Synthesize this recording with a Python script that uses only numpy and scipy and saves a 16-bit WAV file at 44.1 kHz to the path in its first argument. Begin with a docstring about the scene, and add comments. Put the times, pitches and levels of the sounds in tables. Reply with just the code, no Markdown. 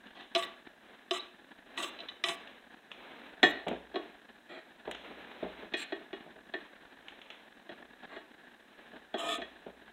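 """A wooden table in a small room: someone cuts up food on a china plate, close to a little camera.
Knife and fork ring decaying modes of the loaded plate, with noise bursts for the most damped ones.
Strokes scrape as runs of tiny slips, squeaks are gliding whistles, and thuds ring the plate on the table.
Crisp food ticks as short noise bursts, and a sleeve rustles as coloured noise that follows the arm.
The camera hisses softly and turns its treble down whenever little is going on there."""
import sys
import numpy as np
from scipy import signal
from scipy.fft import rfft, irfft
from scipy.io import wavfile
from scipy.ndimage import uniform_filter1d

SR = 44100
rng = np.random.default_rng(int(sys.argv[2]) if len(sys.argv) > 2 else 0)


def dump(signal):
    """Clip the signal to [-1, 1] and save it as 16-bit WAV at the path in sys.argv[1]."""
    limited = np.clip(np.atleast_2d(signal).T, -1, 1)
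    pcm = np.round(limited * 32767).astype(np.int16)
    wavfile.write(sys.argv[1], SR, pcm)


N = 437472
TIME = np.arange(N) / SR
AGE = TIME[:SR * 3 // 5]  # time since a contact [s]

# Event levels are set before each layer's own gain; mode and spectrum levels are relative.
# the arm reaches across the table: (start [s], length [s], sleeve level [dB])
ARM_REACHES = [(0.793, 0.26, -60), (1.64, 0.51, -55), (2.32, 0.36, -60.5), (2.909, 0.49, -54.5),
               (4.946, 0.78, -53.5), (6.976, 0.57, -63.5), (8.625, 0.47, -65.5)]
# cloth and hand noise: (frequency [Hz], level [dB per Hz])
SLEEVE_SPECTRUM = [(60, -4.5), (130, -14.5), (230, 9), (700, 7), (1100, 3.5), (2400, 2.5), (4000, -3),
                   (4500, -27), (6300, -21), (12000, -14.5)]
# background noise of the camera: (frequency [Hz], level [dB per Hz])
HISS_SPECTRUM = [(25, -1), (60, -9.5), (120, -16), (230, 4), (380, -1), (520, -5), (700, -0.5),
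                 (1300, -9.5), (1700, 4.5), (2100, -10.5), (4000, -10.5), (4400, -25.5), (9000, -26.5),
                 (16000, -33)]
# small ticks of tines and crisp food: (time [s], level [dB])
FOOD_TICKS = [(0.068, -49.5), (0.207, -44), (2.473, -43.5), (2.915, -38), (3.681, -33.5), (4.911, -35.5),
              (4.947, -39), (7.0823, -40), (7.215, -44.5), (7.3018, -38.5)]
# dense short-lived modes of a tick: (frequency [Hz], level [dB per Hz])
TICK_SPECTRUM = [(150, -20), (700, 0), (1300, -5.5), (2200, 0.5), (3500, 3), (4100, -8.5), (4500, -30),
                 (7000, -13.5), (15000, -34)]
# knife strokes: (start [s], length [s], body [dB], ring [dB], edge [dB], mode favoured by the spot [Hz])
KNIFE_CUTS = [(.14, 0.11, -54, -59, -57, 1940), (.37, 0.028, -50, -41.5, -45, 1140),
              (.426, 0.012, -64, -47, -47, 3480), (1.125, 0.057, -47, -42.5, -43, 1167),
              (1.764, 0.056, -44, -42.5, -45, 1920), (1.818, 0.03, -43, -44, -38.5, 3150),
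              (2.248, 0.077, -43.5, -41.5, -50, 1106)]
# the plate with the knife on it: (frequency [Hz], level [dB], t60 [s])
KNIFE_PLATE_MODES = [(363.4, 2, 0.11), (674, 4.5, 0.088), (1140, -4, 0.24), (1174, -10, 0.29),
                     (1212, -10.5, 0.27), (1948, 2.5, 0.11), (2745, -35, .2), (2950, -8.5, 0.21),
                     (3040, 8.5, 0.062), (3562, 4, 0.088), (3530, -5, 0.16), (3960, 3.5, 0.097),
                     (4940, -15, 0.15), (5570, -26, .2), (6170, -15, 0.26), (7203, -51, .25),
                     (8030, -16, 0.31), (10000, -23, .2)]
# dense short-lived modes under the knife: (frequency [Hz], level [dB per Hz])
KNIFE_CRACK_SPECTRUM = [(100, -65), (300, 5), (500, -15), (800, -0.5), (2200, 4), (3300, 12), (4050, 12),
                        (4500, -46), (5300, -19), (6300, -12), (8000, -16), (15000, -32)]
# the knife steel singing as it slides: (frequency [Hz], level [dB], t60 [s])
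KNIFE_STEEL_MODES = [(5260, -5.5, 0.054), (6370, -6, .05), (7360, 0, .03), (7990, -5, 0.062),
                     (10200, -10, .04)]
# noise of steel sliding on glaze: (frequency [Hz], level [dB per Hz])
SIZZLE_SPECTRUM = [(4000, -30), (4700, -41), (5300, -34), (5900, -15), (6700, -1), (7400, 8.5), (8200, 7.5),
                   (9300, -2), (10300, 0), (12000, -16), (15500, -33)]
# knife blows: (time [s], body [dB], ring [dB], edge [dB], mode favoured by the spot [Hz])
KNIFE_BLOWS = [(0.3492, -32, -37.5, -31, 3060), (.359, -29, -38, -35.5, 678),
               (0.4245, -56, -43.5, -44.5, 3420), (1.109, -30.5, -40.5, -33, 371.3),
               (1.776, -47, -37, -45, 1940), (1.988, -54, -55, -49.5, 3940), (2.003, -52, -58, -45, 3940),
               (2.086, -69, -51, -44.5, 2940), (2.238, -39.5, -32, -32, 2000),
               (2.2846, -43, -42, -35.5, 1130)]
# the blade squeaks as it slips: (time [s], length [s], starting pitch [Hz], level [dB])
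BLADE_SQUEAKS = [(0.432, 0.011, 3300, -39.5), (1.193, 0.016, 3600, -40), (2.084, 0.0176, 3130, -44)]
# fork blows: (time [s], body [dB], ring [dB], edge [dB], mode favoured by the spot [Hz])
FORK_BLOWS = [(3.429, -22, -20.5, -25, 1804), (3.941, -40, -53.5, -55.5, 4220),
              (3.956, -33, -47, -42.5, 1116), (5.7364, -37, -37.5, -37, 2492),
              (5.921, -35.5, -42.5, -49, 700), (6.129, -40.5, -50, -50.5, 2940),
              (6.537, -39, -38.5, -48, 1750), (7.691, -45.5, -54, -55, 586), (8.162, -49.5, -53, -56, 2900),
              (9.14, -33.5, -47, -44, 3305), (9.417, -43.5, -46, -47.5, 666)]
# the plate with the fork on it: (frequency [Hz], level [dB], t60 [s] before the fingers' damping)
FORK_PLATE_MODES = [(251.4, -16.5, 0.11), (338.8, -9, 0.16), (379.4, -3, 0.092), (444.4, -15, 0.27),
                    (588.5, -19.5, 0.34), (661, 2.5, 0.044), (1114, -17.5, 0.21), (1541, -7.5, 0.45),
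                    (1778, 4, 0.16), (1875, 6.5, 0.19), (1933, -2, 0.41), (2494, -6, 0.18),
                    (2630, -24, .18), (2900, -9.5, 0.18), (3337, -1, 0.2), (3790, -11.5, 0.33),
                    (4200, -21, .2), (5220, -26, 0.32), (6272, -27.5, 0.3), (7434, -27, 0.46),
                    (8730, -38, 0.49)]
# dense short-lived modes under the fork: (frequency [Hz], level [dB per Hz])
FORK_CRACK_SPECTRUM = [(60, -17), (150, -25), (300, 5), (430, 1.5), (520, -17), (700, 4), (1000, -14.5),
                       (1700, 9), (2800, -3), (4100, 3), (4600, -25.5), (7500, -22.5), (10000, -45),
                       (15000, -64)]
# the plate pressed against the table: (time [s], level [dB])
PLATE_THUDS = [(3.432, -31.5), (3.665, -35), (3.708, -35), (4.872, -38.5), (5.101, -50), (5.425, -35),
               (5.625, -47.5), (6.005, -54), (6.258, -52.5), (6.358, -55.5), (7.795, -57), (8.932, -52.5),
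               (9.233, -44.5), (9.379, -42), (9.662, -44)]
# the plate on the table top: (frequency [Hz], level [dB], t60 [s])
TABLE_PLATE_MODES = [(59.1, -26.5, 0.71), (182, -13, 0.18), (252.2, -6, 0.16), (343, -6.5, 0.13),
                     (424, 2, 0.064), (619, -5, 0.098), (675, 4, 0.051), (770, -9.5, 0.12)]
# dense short-lived modes of a thud: (frequency [Hz], level [dB per Hz])
THUD_SPECTRUM = [(40, -32), (135, -30), (175, -1), (420, 1.5), (750, 1.5), (1100, -10.5), (3800, -19),
                 (4600, -52)]
# fork strokes: (start [s], length [s], body [dB], ring [dB], edge [dB], mode favoured by the spot [Hz])
FORK_DRAGS = [(4.48, 0.12, -48.5, -52, -57.5, 675), (5.76, 0.081, -52.5, -45.5, -45, 2492),
              (8.08, 0.12, -49, -53, -63.5, 1120)]
# the fork steel singing as it slides: (frequency [Hz], level [dB], t60 [s])
FORK_STEEL_MODES = [(7430, -2, 0.084), (8700, -9, 0.06)]
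# the knife pushed flat across the plate:
# (start [s], length [s], body [dB], ring [dB], edge [dB], mode favoured by the spot [Hz])
FLAT_SWEEPS = [(9.16, 0.138, -39, -42, -45, 3200), (9.275, 0.0906, -38, -38, -38.5, 3307)]
# the plate under the flat blade: (frequency [Hz], level [dB], t60 [s])
FLAT_BLADE_MODES = [(317, -6, 0.2), (444, -7.5, 0.18), (669.6, 4, 0.14), (1177, -11.5, 0.085),
                    (1253, -4, 0.078), (1780, -6.5, 0.059), (2456, -13, 0.11), (3040, 0, 0.047),
                    (3255, -20, 0.2), (3397, 0, 0.045), (3660, -28, .12), (5300, -33, .16),
                    (6930, -12, 0.071), (7080, -13.5, 0.086), (8680, -24, .1)]

BODY_HZ, RING_HZ = 1000, 2700  # low body lies below the first, china ring between, steel edge above
TOP_HZ = 15750  # the camera passes nothing much above this
SQUEAK_TOP_HZ = 4000  # blade resonance that the squeaks climb towards
REACH_EASE_S = 0.11  # the arm speeds up and slows down over this time
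FIDGET_DB = -68.5  # the sleeve between movements
# the hand follows through after a blow: level, time to its peak, dB gained per dB of the blow
FOLLOW_DB, FOLLOW_S, FOLLOW_SHARE = -59.5, 0.075, 0.55
ROCK_S, ROCK_DB = 0.016, -6  # the plate rocks back after a thud: time to each rebound, and its loss
# softer strokes ride on food and lose their sizzle: threshold, dB lost per dB below it
BARE_GLAZE_DB, CUSHION = -51, 4


def undb(db):
    """Decibels to gain."""
    return 10 ** (np.asarray(db) / 20)


def unit(x, size=None):
    """Scale to rms 1 over the first samples."""
    return x / np.sqrt(np.mean(x[:size] ** 2) + 1e-18)


def add(track, s, sound):
    """Mix a sound in at a time."""
    start = max(int(s * SR), 0)
    track[start:start + len(sound)] += sound[:N - start]


def band(x, hz, kind, order=4):
    """Butterworth filter."""
    return signal.sosfilt(signal.butter(order, hz, kind, fs=SR, output="sos"), x)


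def colour(x, spectrum):
    """Shape a sound by (Hz, dB) points; rms 1."""
    hz, db = np.transpose(spectrum)
    bins = np.maximum(np.fft.rfftfreq(len(x), 1 / SR), 1)
    gain = undb(np.interp(np.log(bins), np.log(hz), db))
    return unit(irfft(rfft(x) * gain, len(x)))


def noise(spectrum, size):
    """Coloured noise, rms 1."""
    return colour(rng.standard_normal(size), spectrum)


def walk(rate, size):
    """A smooth random wander with spread near 1, through a given rate of fresh values per second."""
    steps = np.arange(size) / SR * rate
    return np.interp(steps, np.arange(size), rng.standard_normal(size))


def fade(t60):
    """Exponential decay by 60 dB in t60 seconds."""
    return np.exp(-np.log(1000) * AGE / t60)


def onset(rise_s):
    """Sound builds up as the first reflections from the table arrive."""
    return 1 - np.exp(-(AGE / rise_s) ** 2)


def ring(modes, spot_hz=1, spot_db=5, uneven_db=0.5, detune=0.00061):
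    """Decaying modes; the spot struck favours some of them, and the steel loads each a little differently."""
    hz, db, t60 = np.transpose(modes)[:, :, None]
    weight, load, phase = rng.standard_normal((3, len(modes), 1))
    favour = spot_db * np.exp(-(np.log(hz / spot_hz) / 0.024) ** 2)
    waves = np.sin(2 * np.pi * (hz * (1 + detune * load) * AGE + phase))
    gains = undb(db + favour + uneven_db * weight)
    return unit(np.sum(gains * fade(t60) * waves, axis=0), size=1024)


def crack(spectrum, t60, room_db, room_t60=0.5):
    """The crowd of quickly damped modes at a contact, and its wash round the room."""
    decay = fade(t60) + undb(room_db) * fade(room_t60)
    return unit(noise(spectrum, len(AGE)) * decay, size=1024)


def contact(x, body_db, ring_db, edge_db, size, body_rise_s=0.0067):
    """Weight and hardness set how much low body, china ring and steel edge wake; the body comes late."""
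    late = x * (1 - np.exp(-TIME[:len(x)] / body_rise_s))
    body = band(late, (160, BODY_HZ), "band")
    china = band(x, (BODY_HZ, RING_HZ), "band")
    edge = band(x, RING_HZ, "high")
    levels = zip((body_db, ring_db, edge_db), (body, china, edge))
    return sum(undb(db) * unit(part, size=size) for db, part in levels)


def slips(rate, spread_db, size):
    """Stick and slip: a random run of clicks of uneven strength, at a mean rate per second."""
    chance, strength = rng.random(size), rng.standard_normal(size)
    return (chance < rate / SR) * undb(spread_db * strength) * rng.choice([-1, 1], size)


def arm_motion(fidget_spread_db=1.0):
    """How strongly the sleeve moves: it fidgets, swells with each reach and follows through after blows."""
    power = undb(FIDGET_DB + fidget_spread_db * walk(6, N)) ** 2
    for s, length, db in ARM_REACHES:
        ease = np.clip(np.minimum(TIME - s, s + length - TIME) / REACH_EASE_S, 0, 1)
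        power += (undb(db) * ease) ** 2
    blows = [(s, max(levels)) for s, *levels, _ in KNIFE_BLOWS + FORK_BLOWS]
    usual_db = np.mean([db for _, db in blows])
    swing = (AGE / FOLLOW_S * np.exp(1 - AGE / FOLLOW_S)) ** 2
    for s, db in blows:
        follow_db = FOLLOW_DB + FOLLOW_SHARE * (db - usual_db)
        add(power, s, (undb(follow_db) * swing) ** 2)
    return np.sqrt(power)


def rustle(gain_db=2, crumbs_db=-14, flutter_db=2.0):
    """Cloth and hand brush along as fluttering noise while food crackles faintly under the tines."""
    cloth = noise(SLEEVE_SPECTRUM, N) * undb(flutter_db * walk(60, N))
    crackle = crack(TICK_SPECTRUM, t60=0.018, room_db=-37)
    crumbs = signal.fftconvolve(slips(60, 2.5, N), crackle)[:N]
    crumbs = colour(crumbs, SLEEVE_SPECTRUM)
    return undb(gain_db) * arm_motion() * (cloth + undb(crumbs_db) * crumbs)


def hiss(level_db=-60, flicker_db=5.0):
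    """Quiet background of coloured noise; all but its treble flickers."""
    air = noise(HISS_SPECTRUM, N)
    low = signal.sosfiltfilt(signal.butter(6, 4300, fs=SR, output="sos"), air)
    flicker = undb(flicker_db * walk(110, N))
    return undb(level_db) * (air + low * (flicker - 1))


def ticks(gain_db=-5):
    """Tiny dry contacts, too light to ring the plate."""
    out = np.zeros(N)
    for s, db in FOOD_TICKS:
        tick = onset(0.0016) * crack(TICK_SPECTRUM, t60=0.017, room_db=-21.5)
        add(out, s, undb(db) * tick)
    return undb(gain_db) * out


def scrapes(strokes, modes, spectrum, steel_modes, gain_db, crack_db, sizzle_db, steel_db):
    """Steel dragged over the glaze: each slip rings the plate and the steel, and sizzles at the edge."""
    out = np.zeros(N)
    for s, length, *levels, spot_hz in strokes:
        bright_db = max(levels[1:])
        fizz_db = bright_db - CUSHION * max(BARE_GLAZE_DB - bright_db, 0)
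        size = int(length * SR)
        drive = slips(1800, 3.5, size) * signal.windows.tukey(size, 0.3)
        clatter = crack(spectrum, t60=0.051, room_db=-15.5)
        plate = ring(modes, spot_hz, spot_db=22) + undb(crack_db) * clatter
        add(out, s, contact(signal.fftconvolve(drive, plate), *levels, size=size))
        fizz = crack(SIZZLE_SPECTRUM, t60=0.027, room_db=-17.5)
        sizzle = signal.fftconvolve(drive, fizz + undb(steel_db) * ring(steel_modes))
        add(out, s, undb(fizz_db + sizzle_db) * unit(sizzle, size=size))
    return undb(gain_db) * out


def knife(gain_db=-1, crack_db=2, snap_hz=5300, snap_db=-8, hardening=0.91):
    """The blade breaks through to the plate; the bright snap of the steel falls off fast on softer blows."""
    out = np.zeros(N)
    hardest_db = max(row[3] for row in KNIFE_BLOWS)
    for s, body_db, ring_db, edge_db, spot_hz in KNIFE_BLOWS:
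        clatter = crack(KNIFE_CRACK_SPECTRUM, t60=0.042, room_db=-34.5)
        blow = ring(KNIFE_PLATE_MODES, spot_hz, spot_db=9.5) + undb(crack_db) * clatter
        add(out, s, contact(blow * onset(0.00066), body_db, ring_db, edge_db, size=768, body_rise_s=0.0088))
        burst = rng.standard_normal(len(AGE)) * fade(0.031)
        snap = band(burst, (snap_hz - 400, snap_hz + 400), "band", order=3)
        softness_db = hardening * (edge_db - hardest_db)
        add(out, s, undb(edge_db + snap_db + softness_db) * unit(snap, size=256))
    return undb(gain_db) * out


def squeaks(gain_db=-1, rough=0.018):
    """The slips lock into a brief, slightly rough whistle that climbs towards a resonance of the blade."""
    out = np.zeros(N)
    for s, length, start_hz, db in BLADE_SQUEAKS:
        size = int(length * SR)
        hz = SQUEAK_TOP_HZ + (start_hz - SQUEAK_TOP_HZ) * np.exp(-AGE[:size] / 0.00526)
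        phase = np.cumsum(hz * (1 + rough * walk(1120, size))) / SR
        whistle = np.sin(2 * np.pi * phase) * signal.windows.tukey(size, 0.2)
        add(out, s, undb(db) * unit(whistle))
    return undb(gain_db) * out


def fork(gain_db=0, clatter_db=-5, light_t60=0.2, freeing=0.062):
    """The fork drops on the plate; hard blows ring freely, while after light ones the fingers damp it."""
    out = np.zeros(N)
    lightest_db = min(row[2] for row in FORK_BLOWS)
    for s, body_db, ring_db, edge_db, spot_hz in FORK_BLOWS:
        damping = fade(light_t60 * np.exp(freeing * (ring_db - lightest_db)))
        clatter = crack(FORK_CRACK_SPECTRUM, t60=0.042, room_db=-23)
        plate = ring(FORK_PLATE_MODES, spot_hz, spot_db=9.0, detune=0.0006) * damping
        blow = plate + undb(clatter_db) * clatter
        add(out, s, contact(blow * onset(0.0012), body_db, ring_db, edge_db, size=1024))
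    return undb(gain_db) * out


def thuds(gain_db=0, crack_db=-1, rise_s=0.0046):
    """Blows cushioned by food only rock the plate on the table; it settles in ever weaker rebounds."""
    out = np.zeros(N)
    for s, db in PLATE_THUDS:
        for rebound in range(3):
            knock = crack(THUD_SPECTRUM, t60=0.06, room_db=-21)
            blow = ring(TABLE_PLATE_MODES) + undb(crack_db) * knock
            thud = unit(blow * onset(rise_s), size=1024)
            add(out, s + rebound * ROCK_S, undb(db + rebound * ROCK_DB) * thud)
    return undb(gain_db) * out


def room(x, wet_db=-11, t60=0.4, gap_s=0.0045):
    """A small furnished room answers within a few milliseconds, as a decaying noise tail."""
    tail = rng.standard_normal(len(AGE)) * fade(t60) * (AGE > gap_s)
    return x + undb(wet_db) * signal.fftconvolve(x, tail / np.linalg.norm(tail))[:N]


def scene():
    """All that happens on and around the plate; the rustle is close and gets no room tail."""
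    cuts = scrapes(KNIFE_CUTS, KNIFE_PLATE_MODES, KNIFE_CRACK_SPECTRUM, KNIFE_STEEL_MODES,
                   gain_db=-2, crack_db=2.5, sizzle_db=-8.5, steel_db=-2)
    drags = scrapes(FORK_DRAGS, FORK_PLATE_MODES, FORK_CRACK_SPECTRUM, FORK_STEEL_MODES,
                    gain_db=-3, crack_db=8.5, sizzle_db=-7.5, steel_db=6)
    sweeps = scrapes(FLAT_SWEEPS, FLAT_BLADE_MODES, KNIFE_CRACK_SPECTRUM, KNIFE_STEEL_MODES,
                     gain_db=-3.5, crack_db=-7.5, sizzle_db=-12, steel_db=-3)
    plate = ticks() + cuts + knife() + squeaks() + fork() + thuds() + drags + sweeps
    return (room(plate) + rustle())[None]


def treble_gate(x, edge_hz, threshold_db, shut_db):
    """What lies above the edge is turned down unless it is loud, so bright tails stop short."""
    treble = signal.sosfiltfilt(signal.butter(12, edge_hz, "high", fs=SR, output="sos"), x)
    is_open = uniform_filter1d(treble ** 2, size=768) > undb(threshold_db) ** 2
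    shut = 1 - uniform_filter1d(is_open * 1.0, size=96)  # short crossfade
    return x - treble * shut * (1 - undb(shut_db))


def record(dry, low_cut_hz=42):
    """The camera gates its treble in two steps, adds its own hiss and cuts the deep bass and the top."""
    gated = treble_gate(dry[0], 6600, threshold_db=-60, shut_db=-12)
    gated = treble_gate(gated, 4500, threshold_db=-63, shut_db=-5)
    thinned = band(gated + hiss(), low_cut_hz, "high", order=2)
    top_cut = signal.ellip(10, 0.2, 70, TOP_HZ, fs=SR, output="sos")
    return signal.sosfilt(top_cut, thinned)[None]


dry = scene()
out = record(dry)
dump(out)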